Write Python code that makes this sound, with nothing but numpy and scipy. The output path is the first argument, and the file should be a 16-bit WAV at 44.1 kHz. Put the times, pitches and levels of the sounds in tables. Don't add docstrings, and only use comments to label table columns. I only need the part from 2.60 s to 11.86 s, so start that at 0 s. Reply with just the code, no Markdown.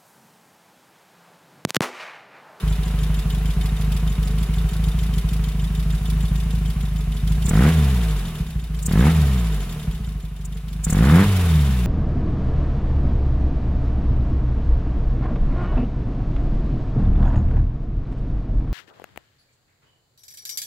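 import sys
import numpy as np
from scipy import signal
from scipy.fft import rfft, irfft, next_fast_len
from scipy.io import wavfile
from scipy.ndimage import uniform_filter1d

SR = 44100
rng = np.random.default_rng(int(sys.argv[2]) if len(sys.argv) > 2 else 0)


def dump(signal):
    limited = np.clip(np.atleast_2d(signal).T, -1, 1)
    pcm = np.round(limited * 32767).astype(np.int16)
    wavfile.write(sys.argv[1], SR, pcm)


N = 408366

IDLE_RATE = 26
# time in seconds, firings per second.
IDLE_SPEED = [(0, 26.12), (.6, 25.44), (1.2, 25.99), (1.8, 25.88), (2.4, 27.07), (3, 25.67), (3.6, 26.67),
              (4.2, 26.59), (4.5, 24.71), (4.86, 28.45), (6.2, 26.41), (7.6, 24.5), (8.22, 25.6)]
# down and up times in seconds, top speed in firings per second,
# seconds for the speed to fall to about a third.
PEDAL_PUSHES = [(4.865, 5.098, 83.5, .827), (6.257, 6.502, 83.5, .851), (8.25, 8.645, 103.3, 1.02)]
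# time in seconds, level change in dB.
IDLE_STRENGTH = [(0, -0.5), (2.4, 0), (3.1, -1.5), (3.6, .5), (4.4, -2.5), (4.82, 1.5), (5.7, -2.5),
                 (6.03, -7.5), (6.2, -4), (7.15, -4), (7.5, -6.5), (7.75, -11), (8.22, -6.5)]
CYLINDER_DB = [-3, 0, -2.5, 0]
# time in seconds, dB above the usual firing.
ODD_FIRINGS = [(.15, -16), (.22, -7), (.61, -14), (.69, -6), (.93, -14), (1.16, -8), (1.54, -14),
               (1.58, 3.5), (1.85, -17), (2.08, -28), (2.31, -15), (2.6, -24), (2.68, -7), (2.91, -8),
               (3.37, -20), (3.67, -8), (4.12, -28), (5.8, 11.5), (5.96, 9.5), (6.28, 3), (7.28, 12),
               (7.41, 0), (7.55, 5), (7.59, -11), (8.0, -12), (8.26, 4)]
# dB at idle, dB added per doubling of speed, dB added at full
# throttle, the share of IDLE_STRENGTH it follows, dB added as the engine warms up.
BOOM_LEVEL = (-20.0, 3.5, 2.5, 0.97, -0.5)
BARK_LEVEL = (-26, 6, 0, 1.0, 0)
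ROAR_LEVEL = (-41, 7, 8, 0.63, -5.5)
HISS_LEVEL = (-49, 5, 2.5, 0.85, -2.5)
# firings per second, change to the boom in dB, change to the bark in dB.
PIPE_TUNING = [(29.6, 0.5, 0.5), (37, -8, -2.5), (46, -4, -8), (61, -0.5, -1.5), (75.9, 0, -0.5),
               (86, -3, -9.5), (104, -1.5, -5)]
# pitch in Hz, width in Hz (narrow rings longer), relative level in dB.
BOOM_MODES = [(51.6, 10.6, 21), (85, 20, -13)]
BARK_MODES = [(156.2, 18.6, 42), (127, 18, -18), (150, 120, -21)]
LINKAGE_MODES = [(6930, 58, -6), (7340, 240, -4), (8050, 310, -4), (8700, 100, -11), (10500, 150, -11),
                 (13700, 2000, -20)]
INTAKE_MODES = [(221, 37, -0.5), (352, 230, -2), (493, 45, 1.5), (720, 53, -3), (1300, 480, 0.5)]
# frequency in Hz, relative level in dB.
BLOCK_SPECTRUM = [(160, -57), (270, -2), (377, -4.5), (427, 5.5), (520, -10), (733, -4), (813, -10),
                  (977, -6), (1060, -5.5), (1410, -8.5), (2130, -10.5), (2390, -10), (3420, -15),
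                  (3580, -12), (4200, -19.5), (5460, -29), (9240, -120)]
KNOCK_SPECTRUM = [(1000, -20), (2000, 5.5), (3300, 2), (4800, 4), (6300, -1.5), (8000, 0), (9500, -1.5),
                  (11000, 5), (13000, -3.5), (16000, -1.5)]
COOLING_SPECTRUM = [(1760, -18.5), (3000, 3), (3330, -7), (3620, -6), (4050, -6), (4630, -6), (6670, -6),
                    (9330, -7), (10900, -2), (15100, -14), (16000, -9)]
INTAKE_SPECTRUM = [(140, -5.5), (230, -12), (299, -16.5), (388, -12.5), (607, -20.5), (662, -11),
                   (798, -13.5), (1350, -11.5), (2130, -14), (2330, -18.5), (4500, -36), (5850, -67),
                   (9900, -120)]
# place in the engine's cycle in firings (0-4), relative level in dB.
VALVE_KNOCKS = [(.2, -2.5), (1.45, -30), (2.16, 3), (2.85, -27), (3.34, 3.5), (3.55, -8)]
# place in firings (0-4), pitch in Hz, width in Hz, relative level in dB.
ENGINE_RINGS = [(.23, 3675, 50.4, -2), (.3, 9900, 80, -7), (1.41, 15500, 507, -5), (2.22, 3636, 29.1, 1.5),
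                (2.22, 3112, 201, 2.5), (2.74, 6900, 45, -2), (2.78, 7500, 205, -0.5),
                (3.43, 3507, 212.3, 2)]
# time of the peak in seconds, level in dB.
LINKAGE_CHIRPS = [(4.863, -30), (4.894, -22.5), (6.231, -32), (6.265, -22), (7.856, -35), (8.248, -21.5),
                  (8.306, -23.5), (8.331, -28)]
# delay in seconds, relative level in dB.
ECHOES = [(.0029, -35.5), (.00802, -13.5), (0.0136, -16.5), (0.0183, -21)]
# frequency in Hz, likeness from 0 to 1.
EAR_LIKENESS = [(200, 1), (700, 0.91), (1400, 0.82), (2800, 0.43), (6000, 0.066), (14000, 0.14)]


def from_db(db):
    return 10 ** (np.asarray(db) / 20)


def rms_one(x):
    return x / np.sqrt(np.mean(x ** 2) + 1e-20)


def in_time(rows):
    return np.interp(np.arange(N) / SR, *np.transpose(rows))


def at_hz(rows, hz):
    known_hz, values = np.transpose(rows)
    return np.interp(np.log(hz), np.log(known_hz), values)


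def keep_band(x, hz, kind, order=2):
    return signal.sosfilt(signal.butter(order, hz, kind, fs=SR, output="sos"), x)


def resonate(x, modes):
    out = 0
    for hz, width, db in modes:
        r = np.exp(-np.pi * width / SR)
        feedback = [1, -2 * r * np.cos(2 * np.pi * hz / SR), r * r]
        out += from_db(db) * (1 - r * r) / 2 * signal.lfilter([1, 0, -1], feedback, x + 1e-18)
    return out


def noise(spectrum=None):
    size = next_fast_len(N)
    hz = np.maximum(np.fft.rfftfreq(size, 1 / SR), 1)
    mid, side = rfft(rng.standard_normal((2, size)))
    alike = np.clip(at_hz(EAR_LIKENESS, hz), 0, 1)
    ears = np.sqrt(1 + alike) * mid + np.sqrt(1 - alike) * side * [[1], [-1]]
    colour = 1 if spectrum is None else from_db(at_hz(spectrum, hz))
    return rms_one(irfft(colour * ears, size)[:, :N])


def bursts(times, sizes, rise_s):
    clicks = np.zeros(N)
    np.add.at(clicks, np.clip((times * SR).astype(int), 0, N - 1), sizes)
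    r = np.exp(-1 / (rise_s * SR))
    return signal.lfilter([0, np.e / (rise_s * SR)], [1, -2 * r, r * r], clicks + 1e-18)


def evened(x, window_s):
    size = int(window_s * SR)
    power = uniform_filter1d(uniform_filter1d(x * x, size), size)
    return x / np.sqrt(np.maximum(power, 1e-12))


def crank_times(crank, place, every):
    return np.interp(np.arange(place, crank[-1], every), crank, np.arange(N) / SR)


def strikes(crank, place, rise_s, scatter_db=1.86):
    times = crank_times(crank, place, every=4)
    sizes = from_db(scatter_db * rng.standard_normal(len(times)))
    return uniform_filter1d(bursts(times, sizes, rise_s), size=260)


def reflected(x):
    out = x.copy()
    for delay_s, db in ECHOES:
        out += from_db(db) * np.pad(x, ((0, 0), (int(delay_s * SR), 0)))[:, :N]
    return out / np.sqrt(1 + sum(from_db(db) ** 2 for _, db in ECHOES))


def engine_speed():
    seconds = np.arange(N) / SR
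    speed = in_time(IDLE_SPEED)
    for down_s, up_s, top, run_down_s in PEDAL_PUSHES:
        climb = np.interp(seconds, [down_s, up_s], [speed[int(down_s * SR)], top], left=0)
        run_down = np.exp(-np.maximum(seconds - up_s, 0) / run_down_s)
        speed = np.maximum(speed, climb * run_down)
    return speed


def throttle_opening(rest=.034, pressed=.86, open_s=.025, shut_s=.062):
    seconds = np.arange(N) / SR
    pedal = 0
    for down_s, up_s, _, _ in PEDAL_PUSHES:
        opening = 1 - np.exp(-np.maximum(seconds - down_s, 0) / open_s)
        closing = np.clip(.5 + (up_s - seconds) / shut_s, 0, 1)
        pedal += opening * closing
    return np.clip(rest + (pressed - rest) * pedal, 0, 1)


def loudness(speed, throttle, warm_up_s=6.15, flywheel_rate=75):
    doublings = np.log2(speed / IDLE_RATE)
    idling = np.interp(speed, [IDLE_RATE, flywheel_rate], [1, 0]) * (1 - throttle)
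    strength_db = idling * in_time(IDLE_STRENGTH)
    warmth = np.minimum(np.arange(N) / SR / warm_up_s, 1)
    layers = BOOM_LEVEL, BARK_LEVEL, ROAR_LEVEL, HISS_LEVEL
    boom, bark, roar, hiss = (
        idle_db + speed_db * doublings + throttle_db * throttle + share * strength_db + warm_db * warmth
        for idle_db, speed_db, throttle_db, share, warm_db in layers)
    rates, boom_tuning, bark_tuning = np.transpose(PIPE_TUNING)
    boom += (1 - throttle) * np.interp(speed, rates, boom_tuning)
    bark += (1 - throttle) * np.interp(speed, rates, bark_tuning)
    roar += 2 * doublings * throttle
    return boom, bark, roar, hiss


def firings(crank, speed, throttle, smooth_rate=55, scatter_db=2, jitter_s=.00092, load_jitter_s=.00037):
    times = crank_times(crank, place=1, every=1)
    at = (times * SR).astype(int)
    lumpy = np.clip((smooth_rate - speed[at]) / (smooth_rate - IDLE_RATE), .1, 1)
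    size_chance, time_chance = rng.standard_normal((len(times), 2)).T
    cylinder = np.arange(1, len(times) + 1) % 4
    db = lumpy * (np.array(CYLINDER_DB)[cylinder] + scatter_db * size_chance)
    for time_s, odd_db in ODD_FIRINGS:
        db[np.argmin(abs(times - time_s))] += odd_db
    spread_s = np.maximum(jitter_s * lumpy, load_jitter_s * throttle[at])
    return times + spread_s * time_chance, from_db(db)


def exhaust(times, sizes, throttle, boom_db, bark_db):
    def pulses(lead_s):
        return -bursts(times - lead_s, sizes, rise_s=.0011)
    boom = keep_band(resonate(pulses(.0013), BOOM_MODES), [32, 150], "band")
    bark = keep_band(resonate(pulses(.0036), BARK_MODES), 235, "low", order=6)
    bark = keep_band(bark, 85, "high")
    burble = rms_one(keep_band(rng.standard_normal(N), [95, 225], "band", order=6))
    rough_bark = evened(bark, window_s=.17) + from_db(-11) * (1 - throttle) * burble
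    blast = keep_band(pulses(.0025), 45, "high", order=1)
    blast = evened(keep_band(blast, 215, "low", order=4), window_s=.05)
    bass = (1 - throttle) * evened(boom, window_s=.18) + throttle * from_db(1) * blast
    return from_db(boom_db) * bass + from_db(bark_db) * rough_bark


def block_rumble(times, sizes, throb=.18):
    beat = evened(bursts(times, np.sqrt(sizes), rise_s=.0035), window_s=.18)
    return noise(BLOCK_SPECTRUM) * evened(1 + throb * beat, window_s=.098)


def valve_gear(crank, grain=.27):
    knocks = sum(from_db(db) * strikes(crank, place, rise_s=.0043) for place, db in VALVE_KNOCKS)
    flicker = rms_one(keep_band(rng.standard_normal(N), 1260, "low"))
    grit = np.exp(grain * flicker - grain ** 2)
    return from_db(3.5) * knocks * grit * noise(KNOCK_SPECTRUM)


def engine_rings(crank):
    def tone(hz, width):
        drift = np.sqrt(2 * np.pi * width / SR) * rng.standard_normal(N)
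        return np.sqrt(2) * np.sin(np.cumsum(2 * np.pi * hz / SR + drift))
    return from_db(-.5) * sum(from_db(db) * strikes(crank, place, rise_s=.0042) * tone(hz, width)
                              for place, hz, width, db in ENGINE_RINGS)


def fan_whine(crank, blades_per_firing=28):
    wobble = 1.56 * rms_one(keep_band(rng.standard_normal(N), 12, "low"))
    return np.sin(2 * np.pi * blades_per_firing * crank + wobble)


def cooling_air():
    return from_db(4.5) * noise(COOLING_SPECTRUM)


def linkage_chirps(swell_s=.0039):
    ringing = rms_one(keep_band(resonate(noise(), LINKAGE_MODES), 4900, "high", order=4))
    seconds = np.arange(N) / SR
    swells = sum(from_db(db) / np.cosh(np.minimum(abs(seconds - peak_s) / swell_s, 20))
                 for peak_s, db in LINKAGE_CHIRPS)
    return ringing * swells


def intake_roar(times, sizes):
    gulps = evened(bursts(times - .004, sizes, rise_s=.0042), window_s=.07)
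    suction = -bursts(times - .002, sizes, rise_s=.0004)
    thump = keep_band(resonate(suction, INTAKE_MODES), 170, "high", order=4)
    return noise(INTAKE_SPECTRUM) * gulps + from_db(-1) * evened(thump, window_s=.079)


def scene():
    speed, throttle = engine_speed(), throttle_opening()
    boom_db, bark_db, roar_db, hiss_db = loudness(speed, throttle)
    crank = .2 + np.cumsum(speed) / SR
    times, sizes = firings(crank, speed, throttle)
    slowness = IDLE_RATE / speed
    fan = from_db(-13) * np.sqrt(slowness) * (1 - throttle) * fan_whine(crank)
    block = from_db(1.5) * np.sqrt(1 - throttle) * reflected(block_rumble(times, sizes))
    intake = from_db(.5) * np.sqrt(throttle) * intake_roar(times, sizes)
    clatter = from_db(6.5) * slowness ** .8 * (valve_gear(crank) + engine_rings(crank))
    middle = from_db(roar_db) * (block + intake + fan)
    treble = from_db(hiss_db) * reflected(cooling_air() + clatter)
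    return exhaust(times, sizes, throttle, boom_db, bark_db) + middle + treble + linkage_chirps()


def record(dry, left_lead_samples=2, merge_hz=260, cutoff_hz=15950):
    left, right = dry[0], np.pad(dry[1], (left_lead_samples, 0))[:N]
    side = keep_band((left - right) / 2, merge_hz, "high", order=1)
    stereo = (left + right) / 2 + side * [[1], [-1]]
    return signal.sosfilt(signal.ellip(12, .1, 80, cutoff_hz, fs=SR, output="sos"), stereo)


dry = scene()
out = record(dry)
dump(out)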